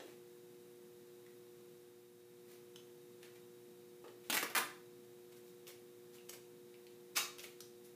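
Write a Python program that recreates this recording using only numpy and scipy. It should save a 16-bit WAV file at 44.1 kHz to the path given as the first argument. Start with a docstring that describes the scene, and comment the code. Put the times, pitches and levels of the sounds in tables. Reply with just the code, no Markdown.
"""A hard-walled workroom at one microphone, over lamp hum, quiet ventilation, hiss and a thin whistle.
It opens with a dull table knock and a sticky crackle; fingers peel and press tape and tick on plastic.
Near 2 s the background dips; past 4 s, after a second knock, duct tape rips off its roll in stick-slip jerks,
and the free strip rings lower as it grows. More peels and ticks follow; near 7.2 s a strip is whipped off
in one fast zip, with finger sounds after it. Noise through filters makes all but the hum, which is sines."""
import sys
import numpy as np
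from scipy import signal
from scipy.fft import rfft, irfft, next_fast_len
from scipy.io import wavfile

SR = 44100
rng = np.random.default_rng(int(sys.argv[2]) if len(sys.argv) > 2 else 0)


def log_audio(samples):
    """Write samples as a 16-bit WAV file to the path given in sys.argv[1]."""
    # one column per channel
    frames = np.atleast_2d(samples).T
    # limit to full scale, then quantise
    limited = np.clip(frames, -1, 1)
    pcm = np.round(limited * 32767).astype(np.int16)
    wavfile.write(sys.argv[1], SR, pcm)


N = 350585
SIZE = 8192  # samples in one short sound
AGE_S = np.arange(SIZE) / SR
HZ = np.fft.rfftfreq(SIZE, 1 / SR)


def amp(db):
    """Decibels to gain."""
    return 10 ** (np.asarray(db) / 20)


def unit(x):
    """x at rms 1."""
    return x / np.sqrt(np.mean(x ** 2) + 1e-20)


def along(points, hz):
    """Read a (frequency, value) curve on a log frequency axis."""
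    frequency, value = np.transpose(points)
    return np.interp(np.log(hz + 1), np.log(frequency), value)


def bump(hz, centre, width):
    """Gain of one resonance, 1 at its centre."""
    return hz * width / np.hypot(centre ** 2 - hz ** 2, hz * width)


def shelf(treble_db, corner_hz=4000):
    """Gain that lifts or lowers the treble."""
    return amp(treble_db * HZ ** 2 / (HZ ** 2 + corner_hz ** 2))


def coloured(x, gain):
    """A short sound through the minimum-phase (causal) filter that has this gain."""
    cepstrum = irfft(np.log(np.maximum(gain, 1e-6)))
    # Folding the cepstrum onto positive times makes the filter causal.
    cepstrum[1:SIZE // 2] *= 2
    cepstrum[SIZE // 2 + 1:] = 0
    return irfft(rfft(x) * np.exp(rfft(cepstrum)))


def noise(gain):
    """Steady noise of rms 1, shaped by a gain of frequency."""
    spectrum = rfft(rng.standard_normal(N))
    return unit(irfft(spectrum * gain(np.fft.rfftfreq(N, 1 / SR)), N))


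def add(track, s, x):
    """Mix x into the track from time s, or from zero if s is negative."""
    start = max(round(s * SR), 0)
    track[start:start + len(x)] += x[:N - start]


def peel(force, rate, gain, scatter, size_db, drag_db, snap=0.00039):
    """Stick-slip peeling, rms 1 at full force: each slip sprays breaking glue threads, over a steady drag."""
    draw = rng.standard_normal((400, 2))
    gaps = np.exp(scatter * draw[:, 0]) / rate
    at = ((np.cumsum(gaps) - gaps[0]) * SR).astype(int) + 12  # first slip 12 samples in
    slips = np.bincount(at, amp(size_db * draw[:, 1]), SIZE)[:SIZE]
    snaps = signal.fftconvolve(slips, np.exp(-AGE_S / snap))[:SIZE]
    spray = unit(snaps) + amp(drag_db)
    threads = rng.choice([-1, 1], SIZE)  # each sample pushes or pulls at random
    x = coloured(force * spray * threads, gain)
    return x * np.linalg.norm(force) / np.linalg.norm(x)


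RIP_SLIPS_PER_S, RIP_LET_GO_S = 650, 0.0012
CREEP_DB, CREEP_S = -9.5, .013  # after a jerk the tape creeps on and comes to rest
FIRST_RING_HZ, RING_WIDTH_HZ = 2930, 850
STRIP_DOUBLES_S = 0.075  # peeling time that doubles the free strip's length
# Jerks off the roll, levels direct at full force; the very short row at 4.501 s sounds as a faint tick: (start
# [s], length [s], level [dB], ring of the free strip [dB], treble [dB])
JERKS = [(4.2992, 0.0065, -32.5, 10.5, 3.5), (4.3258, 0.0085, -34.5, 6, 3.5), (4.341, 0.013, -34.5, 3, 6),
         (4.369, 0.0091, -32, 14, 5), (4.4274, 0.0086, -36.5, 4, 0), (4.501, 0.0016, -44.5, 5, -3),
         (4.55, 0.0059, -30.5, 12, 3), (4.561, 0.027, -33, 11, 5.5)]
# Tone colour of the roll: (frequency [Hz], relative level [dB])
ROLL_COLOUR = [(40, -54), (100, -19), (170, -9.5), (290, -0.5), (520, -5.5), (640, -4), (730, -3.5),
               (850, -2.5), (1000, -2.5), (2300, -6), (4000, -8.5), (7400, -12.5), (15000, -12.5)]


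def rips():
    """The glue lets go in jerks, hardest as each first breaks; each lengthens the strip and lowers its ring."""
    out = np.zeros(N)
    breakaway = 1 + 0.2 * np.exp(-AGE_S / 0.00048)
    peeled_s = 0
    for s, length, db, ring_db, treble_db in JERKS:
        after = np.maximum(AGE_S - length, 0)
        let_go = np.exp(-after / RIP_LET_GO_S)
        creep = amp(CREEP_DB) * np.exp(-after / CREEP_S)
        force = breakaway * np.maximum(let_go, creep)
        # One pitch per jerk, from the strip's length halfway through it.
        ring_hz = FIRST_RING_HZ / (1 + (peeled_s + length / 2) / STRIP_DOUBLES_S)
        peeled_s += length
        ring = ring_db * bump(HZ, ring_hz, RING_WIDTH_HZ)
        gain = amp(along(ROLL_COLOUR, HZ) + ring) * shelf(treble_db)
        jerk = peel(force, RIP_SLIPS_PER_S, gain, scatter=.4, size_db=0.0, drag_db=-18)
        add(out, s, in_room(amp(db) * jerk, wet_db=-2.5))
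    return out


def stroke(swell, fade):
    """A pull that peaks two swell times after its start, at half force one swell before and one fade after."""
    late = AGE_S - 2 * swell
    return np.exp(-(late / np.where(late < 0, swell, fade)) ** 2 * np.log(2))


ZIP_AT_S, ZIP_DB = 7.174, -32.5  # peak time; direct level at full force
ZIP_SWELL_S, ZIP_FADE_S, ZIP_SLIPS_PER_S = 0.011, 0.0092, 1400
# Tone colour of the taut strip: (frequency [Hz], relative level [dB])
STRIP_COLOUR = [(40, -52), (150, -25), (400, -8), (750, -15), (1100, -1.5), (1650, -6.5), (2600, -3),
                (3400, -4.5), (4500, -2.5), (7500, -7.5), (10000, -10.5), (15000, -10.5)]
# Resonances added to that colour: (frequency [Hz], width [Hz], level [dB])
STRIP_RESONANCES = [(1180, 360, -6), (2400, 420, -10), (3770, 99, 10), (5170, 74, 0), (6500, 140, 2.5)]


def zips():
    """A taut strip peels so fast that its slips run together into a rasp."""
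    out = np.zeros(N)
    resonances = sum(amp(db) * bump(HZ, hz, width) ** 2 for hz, width, db in STRIP_RESONANCES)
    body = amp(along(STRIP_COLOUR, HZ)) * (1 + resonances)
    pull = stroke(ZIP_SWELL_S, ZIP_FADE_S)
    rasp = peel(pull, ZIP_SLIPS_PER_S, body, scatter=.4, size_db=2.5, drag_db=-8)
    add(out, ZIP_AT_S - 2 * ZIP_SWELL_S, in_room(amp(ZIP_DB) * rasp, wet_db=1.0))
    return out


PEEL_SWELL_SHARE = .42  # of the length; the rest is the fade
PEEL_SLIPS_PER_S, PEEL_REF_DB, DB_PER_DOUBLING = 1000, -60, 18  # a louder peel slips faster
# Fingers peeling and pressing tape; a peel whose swell would begin before zero peaks later:
# (peak time [s], length between half-force points [s], direct level at full force [dB], treble [dB])
FINGER_PEELS = [(.04, .09, -67, -4), (2.519, 0.089, -67, 4), (3.248, .055, -65.5, -7),
                (3.361, 0.015, -64, -1), (4.268, 0.11, -68, -2), (5.326, .016, -64, -3),
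                (5.37, 0.021, -66.5, 10), (5.477, 0.063, -71, 10), (5.681, 0.021, -53, 5),
                (6.145, 0.04, -64, 5), (6.294, .01, -51, 5), (6.337, .016, -53.5, 2), (7.4, 0.025, -56, 4),
                (7.439, .018, -51, 6), (7.852, 0.022, -62, 14)]
# Tone colour of sticky tape: (frequency [Hz], relative level [dB])
STICKY_COLOUR = [(150, -24), (400, 2.5), (900, -4), (2200, -1), (5000, -5), (9000, -8), (15000, -7.5)]


def fingers():
    """Small sticky stick-slip crackles as the tape is lifted and pressed down."""
    out = np.zeros(N)
    for s, length, db, treble_db in FINGER_PEELS:
        swell = length * PEEL_SWELL_SHARE
        rate = PEEL_SLIPS_PER_S * 2 ** ((db - PEEL_REF_DB) / DB_PER_DOUBLING)
        gain = amp(along(STICKY_COLOUR, HZ)) * shelf(treble_db)
        crackle = peel(stroke(swell, length - swell), rate, gain, scatter=.5, size_db=3, drag_db=-10)
        add(out, s - 2 * swell, in_room(amp(db) * crackle, wet_db=0.0))
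    return out


def blow(gain, life):
    """A dying contact noise, with the energy of rms 1 lasting one life."""
    x = coloured(rng.choice([-1, 1], SIZE) * np.exp(-AGE_S / life), gain)
    return x * np.sqrt(life * SR) / np.linalg.norm(x)


UPPER_MODE_DB = -7.5  # second mode of every tick, against its ring
# Tape and fingers on plastic:
# (time [s], direct level [dB], ring [Hz], broad snap against the ring [dB])
PLASTIC_TICKS = [(1.2644, -59.5, 1900, -8), (2.7596, -49, 3150, -15), (3.23, -52, 1830, -14),
                 (4.081, -56.5, 1610, -21), (5.669, -52, 3140, -14), (5.704, -58, 2270, -19),
                 (6.184, -58, 2730, -24), (6.295, -44, 6900, -11), (6.742, -59, 2610, -26),
                 (6.868, -56.5, 2300, -13), (7.384, -48.5, 3100, -5), (7.394, -47, 3000, -24),
                 (7.442, -48.5, 2370, -32), (7.6052, -44.5, 5530, -7.5)]


def ticks():
    """Light contacts on plastic: a broad snap and two damped modes each."""
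    out = np.zeros(N)
    for s, db, ring_hz, snap_db in PLASTIC_TICKS:
        snap = amp(snap_db) * bump(HZ, 2500, 14000)
        ring = bump(HZ, ring_hz, 0.34 * ring_hz) ** 2
        upper = amp(UPPER_MODE_DB) * bump(HZ, 1.8 * ring_hz, 0.28 * ring_hz) ** 2
        tick = blow(ring + upper + snap, life=0.0021)
        add(out, s, in_room(amp(db) * tick, wet_db=-1.5))
    return out


# Dull knocks on the table: (time [s], direct level [dB], treble [dB])
TABLE_KNOCKS = [(0.001, -48, 5), (4.042, -51, 1)]
# Tone colour of the table: (frequency [Hz], relative level [dB])
TABLE_COLOUR = [(60, -37), (180, -15), (330, 4.5), (560, 2), (800, -6), (1400, -13), (2100, -16.5),
                (3500, -19), (8000, -26.5), (15000, -43)]


def knocks():
    """Short noise bursts coloured by the table's dull, low response."""
    out = np.zeros(N)
    for s, db, treble_db in TABLE_KNOCKS:
        gain = amp(along(TABLE_COLOUR, HZ)) * shelf(treble_db, corner_hz=1500)
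        add(out, s, in_room(amp(db) * blow(gain, life=0.0041), wet_db=4.5))
    return out


# Room response: (frequency [Hz], time to decay by 60 dB [s])
ROOM_DECAY = [(150, 0.48), (700, 0.44), (2000, 0.4), (5000, 0.39), (9000, 0.35), (15000, 0.27)]


def in_room(x, wet_db, early_db=-8, early_life=0.0098, gap=0.0029):
    """x with its scatter off the table top and nearby things, then the diffuse answer of the room."""
    # wet_db and early_db weigh room and scatter energy against the direct sound.
    hz, t, z = signal.stft(rng.standard_normal(int(SR * .7)), SR, nperseg=256)
    decay = amp(-60 * t / along(ROOM_DECAY, hz)[:, None])
    tail = signal.istft(z * decay, SR, nperseg=256)[1]
    age = np.arange(len(tail)) / SR
    tail *= 1 - np.exp(-(age / gap) ** 2)  # the room answers after a short gap
    early = rng.standard_normal(len(age)) * np.exp(-age / early_life)
    response = amp(wet_db) * tail / np.linalg.norm(tail)
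    response += amp(early_db) * early / np.linalg.norm(early)
    response[0] += 1  # direct sound
    return signal.fftconvolve(x, response)


# Lamp hum before the background gain: (frequency [Hz], rms level [dB])
LAMP_HUM = [(119.9, -77), (239.8, -77), (359.7, -57.5), (479.6, -63), (719.4, -83), (839.3, -88.5)]


def lamp_hum(t):
    """Electric lamps hum on steady mains harmonics, two of them well above the rest."""
    hum = 0
    for hz, db in LAMP_HUM:
        hum = hum + amp(db) * np.sqrt(2) * np.sin(2 * np.pi * (hz * t + rng.random()))
    return hum


# Tone colour of the ventilation: (frequency [Hz], relative level [dB])
VENT_COLOUR = [(25, -34), (70, -23.5), (115, -4.5), (180, 2), (240, 0), (310, -2.5), (420, -7.5),
               (600, -11), (750, -17.5), (1100, -20.5), (3000, -40)]


def ventilation():
    """Air moving through the ventilation, as steady low noise."""
    return noise(lambda hz: amp(along(VENT_COLOUR, hz)))


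# Tone colour of the hiss: (frequency [Hz], relative level [dB])
HISS_COLOUR = [(410, -54), (700, -6.5), (968, -7), (1180, -8), (1780, -8), (3190, -10.5), (3770, -11),
               (4190, -11.5), (11400, -11.5), (13800, -10), (15500, -11.5)]


def hiss():
    """Broad steady noise."""
    return noise(lambda hz: amp(along(HISS_COLOUR, hz)))


def whistle():
    """A thin whistle: noise through one narrow resonance."""
    return noise(lambda hz: bump(hz, 3790, 280) ** 2)


# Background gain, which dips briefly and holds its end values outside: (time [s], level [dB])
BACKGROUND_GAIN = [(1.72, -3), (2.08, -6.5), (2.2, -6), (2.5, -3)]


def background():
    """Hum, ventilation and whistle under one gain curve, with hiss following it less deeply."""
    t = np.arange(N) / SR
    gain_db = np.interp(t, *np.transpose(BACKGROUND_GAIN))
    # These levels are rms before the gain curve.
    room_tone = lamp_hum(t) + amp(-65.0) * ventilation() + amp(-79.5) * whistle()
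    return room_tone * amp(gain_db) + amp(-66.5) * hiss() * amp(0.61 * gain_db)


def scene():
    """All sources at one microphone."""
    return (rips() + zips() + fingers() + ticks() + knocks() + background())[None]


TOP_HZ = 15450


def record(dry):
    """The recorder keeps nothing above its band limit."""
    size = next_fast_len(N + SIZE)
    keep = np.fft.rfftfreq(size, 1 / SR) < TOP_HZ
    return irfft(rfft(dry, size) * keep, size)[:, :N]


dry = scene()
out = record(dry)
log_audio(out)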